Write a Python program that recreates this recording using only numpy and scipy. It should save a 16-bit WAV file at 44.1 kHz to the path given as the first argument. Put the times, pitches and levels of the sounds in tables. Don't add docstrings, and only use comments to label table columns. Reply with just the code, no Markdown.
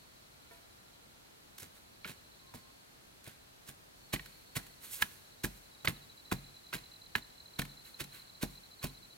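import sys
import numpy as np
from scipy import signal
from scipy.fft import rfft, irfft
from scipy.io import wavfile
from scipy.ndimage import uniform_filter1d

SR = 44100
rng = np.random.default_rng(int(sys.argv[2]) if len(sys.argv) > 2 else 0)


def wav_record(signal):
    frames = np.transpose(np.atleast_2d(signal))
    bounded = np.clip(frames, -1, 1)
    quanta = np.round(bounded * 32767).astype(np.int16)
    wavfile.write(sys.argv[1], SR, quanta)


N = 404397
TIME_S, FREQ_HZ = np.arange(N) / SR, np.fft.rfftfreq(N, 1 / SR)
EVENT_S = TIME_S[:SR // 2]

# freq_hz, density_db
AIR_SPECTRUM = [(15, -19), (27, -4.5), (48, -4), (80, -4), (150, -4.5), (250, -6.5), (460, -7.5),
                (680, -7.5), (1100, -10.5), (1400, -10.5), (2900, -14.5), (4300, -13), (5000, -16.5),
                (12800, -20), (16000, -25)]
# freq_hz, correlation
AIR_CORRELATION = [(60, 0.99), (180, 0.33), (550, -0.52), (1650, -0.49), (4970, -0.25), (15000, 0.22)]
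# freq_hz, left_lead_rad
PORT_LEAD = [(20, .1), (60, 0.28), (150, 0.53), (350, 1.2), (700, 1.42), (1300, 1.27), (2500, 1.38),
             (6500, 1.03), (14000, 1.26)]
# freq_hz, left_minus_right_db
PORT_TILT = [(60, -0.5), (150, 0), (380, -1), (950, -2), (2380, -4.5), (5980, -1.5), (15000, -6)]
# start_s, length_s, pitch_hz, level_db
WHISTLE_NOTES = [(0, 1.6, 1392, -78), (2.382, 0.38, 1060, -69)]
# freq_hz, level_db, t60_s
FAR_KNOCK_MODES = [(454, -55, 0.16), (533, -60, 0.12), (675, -57, 0.47), (976, -61, 0.33), (1394, -61, .15),
                   (1800, -59, 0.2), (2260, -60.5, 0.23)]
# time_s, level_db
CHORUS_LEVELS = [(0, -71), (1, -84), (2.7, -70), (3.8, -92), (4.05, -67), (4.6, -67.5), (5.4, -72),
                 (9.1, -68)]
# time_s, level_db
FAR_CRICKET_LEVELS = [(0, -72.5), (.9, -70), (1.4, -75.5), (2.4, -65.5), (3, -79), (3.4, -70), (3.8, -85),
                      (4.1, -70.5), (9.1, -64.5)]
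# time_s, level_db, pitch_hz
CRICKET_CONTOUR = [(5.2, -67, 3860), (5.7, -60, 3860), (6, -53.5, 3940), (6.4, -52, 4030), (8, -51.5, 4067),
                   (9.1, -53, 4026)]
# start_s, double_count, triple_count
CRICKET_PHRASES = [(5.227, 3, 0), (5.73, 2, 0), (5.945, 4, 1), (6.368, 1, 3), (6.763, 2, 2), (7.148, 9, 1),
                   (7.947, 2, 1), (8.2, 3, 2), (8.64, 7, 0)]
# peak_s, scuff_db, swish_db, fall_s
RUSTLES = [(.53, -66, -64, .1), (1.77, -66, -61, .03), (4.26, -71, -66, 0.25), (4.85, -54.5, -48, 0.057),
           (4.946, -65, -39, 0.029), (5.02, -47, -50, 0.035), (5.13, -66, -60, .05),
           (5.57, -76, -61, 0.034), (7.87, -59.5, -56.5, 0.052), (8.155, -54, -54, 0.049),
           (8.52, -73, -62.5, 0.086)]
# freq_hz, density_db
SWISH_SPECTRUM = [(1500, -15), (3000, -3.5), (5000, -6.5), (8000, -0.5), (12500, 1), (16000, -4)]
# start_s, level_db, pitch_ratio, edge_hz
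POST_HITS = [(2.0455, -28, 1.3, 2600), (2.05, -32.5, 0.83, 3000), (2.539, -40.5, 0.55, 3500),
             (4.137, -33, .69, 1800), (4.1608, -27.5, 1.14, 2500), (4.195, -31, 1.07, 3000),
             (4.567, -29, 1.2, 2200), (4.597, -40, 0.96, 2500), (5.023, -11, .962, 4200),
             (5.446, -20, 0.96, 1800), (5.8474, -29, .8, 3000), (5.8742, -12.5, 1.194, 3350),
             (6.3152, -23.5, 0.87, 1800), (6.321, -13.5, 0.567, 1300), (6.729, -28, 0.82, 2500),
             (6.739, -24, 0.92, 2000), (7.1531, -13, .966, 3430), (7.596, -26, 1.3, 2500),
             (7.619, -26.5, 1.01, 3000), (8.002, -31, 1.02, 2200)]
# freq_hz, level_db, t60_s
WOOD_MODES = [(1066, -17, 0.032), (1435, -17, 0.033), (1765, -3, 0.026), (1880, -2.5, 0.013),
              (2150, -3.5, 0.015), (2470, -2, 0.0099), (3170, -6, 0.019), (3475, -6.5, 0.014),
              (3900, 1, 0.0068)]
# peak_s, body_db, grit_db
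RIM_GRAZES = [(1.585, -50, -43.5), (1.602, -52.5, -43), (3.244, -64, -53), (4.263, -48, -51),
              (4.669, -50.5, -48.5), (6.731, -41, -54), (7.619, -46, -42), (7.654, -46.5, -50),
              (8.044, -49.5, -48)]
# freq_hz, density_db
BODY_SPECTRUM = [(200, -17), (400, 0.5), (750, -12.5), (1050, -1), (1220, -7.5), (1450, 1), (1900, -1),
                 (2700, -1.5), (3100, -4.5), (4200, -3), (5500, -21.5), (9000, -40)]
# freq_hz, density_db
GRIT_SPECTRUM = [(1500, -25), (3500, -4.5), (5500, -1), (8000, -0.5), (12500, 0), (16000, -5)]
# freq_hz, density_db
RUMBLE_SPECTRUM = [(20, -21), (45, -6), (70, -3.5), (120, 0.5), (200, 2.5), (320, -7), (480, -15.5),
                   (800, -15), (1500, -29.5)]
# freq_hz, level_db, t60_s
GROUND_MODES = [(46, -9.5, 0.45), (99, -9, 0.12), (155, -20, 0.14), (290, -18, 0.1)]
# freq_hz, level_db, t60_s
SEAT_MODES = [(250, -11, 0.062), (337, -9.5, 0.066), (467, -6, 0.035), (613, -1.5, 0.022),
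              (860, -15, 0.0095), (930, -30, .018)]
# freq_hz, level_db, t60_s
POST_MODES = [(140.3, -4.5, 0.5), (185, -6, 0.25), (233.4, -11.5, 0.26), (278.5, -11, 0.28)]
# time_s, thud_db, push_db, knock_db, hum_db, body_db, grit_db, crunch_rise_s, crunch_fall_s
RAM_STROKES = [(1.628, -60.5, -60, -52, -71, -53.5, -50, 0.022, 0.023),
               (2.057, -62, -58, -42.5, -60, -46, -60, 0.005, 0.005),
               (2.096, -62, -60, -48, -57, -47, -48.5, .027, 0.02),
               (2.547, -54, -70, -41.5, -67, -54.5, -53, 0.0058, 0.028),
               (3.276, -62, -68, -43.5, -68, -50.5, -52, 0.015, 0.03),
               (3.690, -64, -63, -50.5, -68, -54.5, -50.5, 0.019, .016),
               (4.139, -35, -34, -29, -48, -33.5, -35.5, 0.0097, 0.01),
               (4.567, -40, -38, -39, -57, -35, -34.5, 0.01, 0.011),
               (5.024, -54, -42, -42, -58, -41, -28.5, 0.0074, 0.0045),
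               (5.444, -32, -24.5, -36, -59, -35, -31.5, 0.0063, 0.0094),
               (5.850, -48, -67, -33.5, -67, -35, -39.5, 0.0024, 0.0072),
               (5.882, -36, -39, -32.5, -46, -34, -36.5, 0.0033, 0.012),
               (6.324, -33, -27.5, -30, -36.5, -38.5, -39.5, 0.0077, 0.0097),
               (6.748, -43.5, -46, -51, -64, -40, -42, 0.012, 0.017),
               (7.160, -44.5, -50, -41, -62, -37.5, -43, 0.0065, 0.015),
               (7.595, -34.5, -34, -31.5, -37.5, -33, -35.5, 0.0062, .0055),
               (8.014, -54, -41.5, -49, -45.5, -41, -41.5, 0.017, 0.0078),
               (8.435, -33.5, -26.5, -28, -43, -38, -38.5, 0.015, 0.0071),
               (8.843, -35.5, -36, -32, -49, -39, -39.5, .014, 0.015)]


def amp(db):
    return 10 ** (np.asarray(db) / 20)


def unit_rms(x):
    return x / np.sqrt(np.mean(x ** 2) + 1e-20)


def per_bin(points):
    hz, value = np.transpose(points)
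    return np.interp(np.log(FREQ_HZ + 1), np.log(hz + 1), value)


def colour(x, spectrum):
    return unit_rms(irfft(rfft(x) * amp(per_bin(spectrum)), N))


def wander(period_s):
    return unit_rms(irfft(rfft(rng.standard_normal(N)) / (1 + (FREQ_HZ * period_s) ** 4), N))


def add(mix, start_s, sound):
    part = mix[max(round(start_s * SR), 0):][:len(sound)]
    part += sound[:len(part)]


def ring(modes, pitch_ratio=1, edge_hz=np.inf):
    return sum(amp(db - 60 * EVENT_S / t60_s) * np.sin(2 * np.pi * hz * pitch_ratio * EVENT_S)
               / np.hypot(1, (hz / edge_hz) ** 2) for hz, db, t60_s in modes)


def burst(peak_s, level_db, rise_s, fall_s, lead_s=0.1):
    t = EVENT_S - lead_s
    envelope = np.exp(-(np.minimum(t, 0) / rise_s) ** 2 - np.maximum(t, 0) / fall_s)
    return peak_s - lead_s, amp(level_db) * envelope


def grains(spectrum, per_s, spread_db):
    size = amp(spread_db * np.minimum(rng.exponential(1, N), 2))
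    clicks = size * rng.choice([-1, 1], N) * (rng.random(N) < per_s / SR)
    return colour(clicks, spectrum)


def air(level_db=-58.5, breeze_hz=300, hiss_hz=6000, close_s=3.95):
    left, other = (colour(rng.standard_normal(N), AIR_SPECTRUM) for _ in range(2))
    correlation = np.clip(per_bin(AIR_CORRELATION), -1, 1)
    right = irfft(correlation * rfft(left) + np.sqrt(1 - correlation ** 2) * rfft(other), N)
    pair = np.array([left, right])
    low = signal.sosfiltfilt(signal.butter(2, breeze_hz, fs=SR, output="sos"), pair)
    hiss = signal.sosfiltfilt(signal.butter(2, hiss_hz, "highpass", fs=SR, output="sos"), pair)
    middle = pair - low - hiss
    breeze_db = -0.5 * wander(period_s=0.36)
    hiss_db = -1.5 * (TIME_S < close_s)
    return amp(level_db) * (low * amp(breeze_db) + middle + hiss * amp(hiss_db))


def whistles(waver_hz=25):
    out = np.zeros(N)
    for start_s, length_s, pitch_hz, level_db in WHISTLE_NOTES:
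        waver = unit_rms(uniform_filter1d(rng.standard_normal(N), 300))[:int(length_s * SR)]
        tone = np.sin(2 * np.pi * np.cumsum(pitch_hz + waver_hz * waver) / SR)
        add(out, start_s, amp(level_db) * signal.windows.tukey(len(tone), 0.5) * tone)
    return out


def far_knock(start_s=0.511, echo_fall_s=0.036):
    out, t = np.zeros(N), TIME_S[:SR // 8]
    echoes = rng.standard_normal(len(t)) * np.exp(-t / echo_fall_s)
    echoes *= 0.4 / np.linalg.norm(echoes)
    echoes[0] += 1
    add(out, start_s, signal.fftconvolve(ring(FAR_KNOCK_MODES), echoes))
    return out


def wing_stroke(pitch_hz, length_s=0.016, sag=0.055):
    t = np.arange(0, length_s, 1 / SR)
    glide_hz = pitch_hz * (1 - sag * (t / length_s - 0.5))
    return signal.windows.tukey(len(t), 0.8) * np.sin(2 * np.pi * np.cumsum(glide_hz) / SR)


def far_crickets(pitch_hz=4020, chorus_hz=4350, spread_hz=20, chirp_gap_s=0.077, wing_gap_s=0.0225):
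    pairs = np.zeros(N)
    for beat_s in np.arange(0, N / SR, chirp_gap_s):
        start_s = beat_s + rng.uniform(0, 0.012)
        for delay_s in (0, wing_gap_s):
            gain = amp(rng.normal(0, 1))
            add(pairs, start_s + delay_s, gain * wing_stroke(rng.normal(pitch_hz, spread_hz), sag=0.042))
    chorus = irfft(rfft(rng.standard_normal(N)) / (1 + ((FREQ_HZ - chorus_hz) / 120) ** 2), N)
    pairs_db = np.interp(TIME_S, *np.transpose(FAR_CRICKET_LEVELS))
    chorus_db = np.interp(TIME_S, *np.transpose(CHORUS_LEVELS))
    return unit_rms(pairs) * amp(pairs_db) + unit_rms(chorus) * amp(chorus_db)


def near_cricket(spread_hz=15, spread_db=2.2, wing_gap_s=0.0225, rest_s=0.0335):
    out = np.zeros(N)
    times_s, levels_db, pitches_hz = np.transpose(CRICKET_CONTOUR)
    for time_s, doubles, triples in CRICKET_PHRASES:
        for stroke_count in [2] * doubles + [3] * triples:
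            for _ in range(stroke_count):
                note = wing_stroke(np.interp(time_s, times_s, pitches_hz) + rng.normal(0, spread_hz))
                level_db = np.interp(time_s, times_s, levels_db) + rng.normal(0, spread_db)
                add(out, time_s - len(note) / SR / 2, amp(level_db) * note)
                time_s += wing_gap_s
            time_s += rest_s
    return out


def rustle(rise_s=0.03):
    scuff, swish = np.zeros((2, N))
    for peak_s, scuff_db, swish_db, fall_s in RUSTLES:
        add(scuff, *burst(peak_s, scuff_db, rise_s, fall_s))
        add(swish, *burst(peak_s, swish_db, rise_s, fall_s))
    scuff *= grains(BODY_SPECTRUM, per_s=12000, spread_db=3.5)
    swish *= grains(SWISH_SPECTRUM, per_s=18000, spread_db=11)
    return scuff + swish


def clacks(tick_db=-11, tick_fall_s=0.0041, contact_s=0.00053):
    out = np.zeros(N)
    attack = 1 - np.exp(-EVENT_S / contact_s)
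    for start_s, level_db, pitch_ratio, edge_hz in POST_HITS:
        lowpass = signal.butter(2, 0.97 * edge_hz, fs=SR)
        noise = np.exp(-EVENT_S / tick_fall_s) * rng.standard_normal(len(EVENT_S))
        tick = amp(tick_db) * signal.lfilter(*lowpass, noise)
        add(out, start_s, amp(level_db) * attack * (ring(WOOD_MODES, pitch_ratio, edge_hz) + tick))
    return out


def crunches(graze_rise_s=0.0041, graze_fall_s=0.003, clod_s=0.0058, clod_db=3):
    body, grit = np.zeros((2, N))
    grazes = [(*row, graze_rise_s, graze_fall_s) for row in RIM_GRAZES]
    for peak_s, *_, body_db, grit_db, rise_s, fall_s in list(RAM_STROKES) + grazes:
        add(body, *burst(peak_s, body_db, rise_s, fall_s))
        add(grit, *burst(peak_s, grit_db, rise_s, fall_s))
    body *= grains(BODY_SPECTRUM, per_s=12000, spread_db=2)
    grit *= grains(GRIT_SPECTRUM, per_s=18000, spread_db=5.5)
    return (body + grit) * amp(clod_db * wander(clod_s))


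def thuds(sharp_push_s=0.001, soft_push_s=0.00216, ring_lead_s=0.0021, seat_lead_s=0.00076,
          rumble_lag_s=0.0043, shake_lag_s=0.019):
    out, rumble = np.zeros((2, N))
    ground, seat, post = ring(GROUND_MODES), ring(SEAT_MODES), ring(POST_MODES)
    centre_s = EVENT_S.mean()
    for time_s, thud_db, push_db, knock_db, hum_db, *_ in RAM_STROKES:
        width_s = min(sharp_push_s * amp(0.6 * (-26 - push_db)), soft_push_s)
        u = (EVENT_S - centre_s) / width_s
        add(out, time_s - centre_s, amp(push_db) * (1 - u ** 2) * np.exp(-u ** 2 / 2))
        add(out, time_s - ring_lead_s, amp(thud_db) * ground + amp(hum_db) * post)
        add(out, time_s - seat_lead_s, amp(knock_db) * seat)
        rumble_db = -17 + 0.54 * thud_db
        add(rumble, *burst(time_s + rumble_lag_s, rumble_db, rise_s=0.0073, fall_s=0.015))
        add(rumble, *burst(time_s + shake_lag_s, rumble_db - 18, rise_s=0.0073, fall_s=0.086))
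    return out + rumble * colour(rng.standard_normal(N), RUMBLE_SPECTRUM)


def scatter(x, level_db, fall_s):
    taps = rng.standard_normal((2, len(EVENT_S))) * np.exp(-EVENT_S / fall_s) * (EVENT_S > 0.002)
    return amp(level_db) * signal.oaconvolve(x[None], taps / np.linalg.norm(taps[0]), axes=1)[:, :N]


def ports(x):
    half = np.exp(1j * per_bin(PORT_LEAD) / 2) * amp(per_bin(PORT_TILT) / 2)
    return irfft(rfft(x) * np.array([half, 1 / half]), N)


def scene():
    earth, wood = crunches() + rustle(), clacks()
    direct = amp(-1.5) * (thuds() + earth + wood) + far_knock()
    near_echo = scatter(earth, level_db=-13.5, fall_s=0.017) + scatter(wood, level_db=-18, fall_s=0.014)
    far_echo = scatter(earth + amp(-13.5) * wood, level_db=-16, fall_s=0.13)
    chorus = far_crickets()
    chorus_echo = scatter(chorus, level_db=-6, fall_s=0.02)
    insects = (near_cricket() + amp(-3.5) * chorus) * amp([[-1], [0]])
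    return ports(direct) + near_echo + far_echo + insects + chorus_echo + whistles() + air()


def record(dry, low_cut_hz=36, high_cut_hz=16000):
    cut = signal.sosfilt(signal.butter(2, low_cut_hz, "highpass", fs=SR, output="sos"), dry)
    lowpass = signal.firwin(511, high_cut_hz, window=("kaiser", 9), fs=SR)
    return signal.oaconvolve(cut, lowpass[None], "same", axes=1)


dry = scene()
out = record(dry)
wav_record(out)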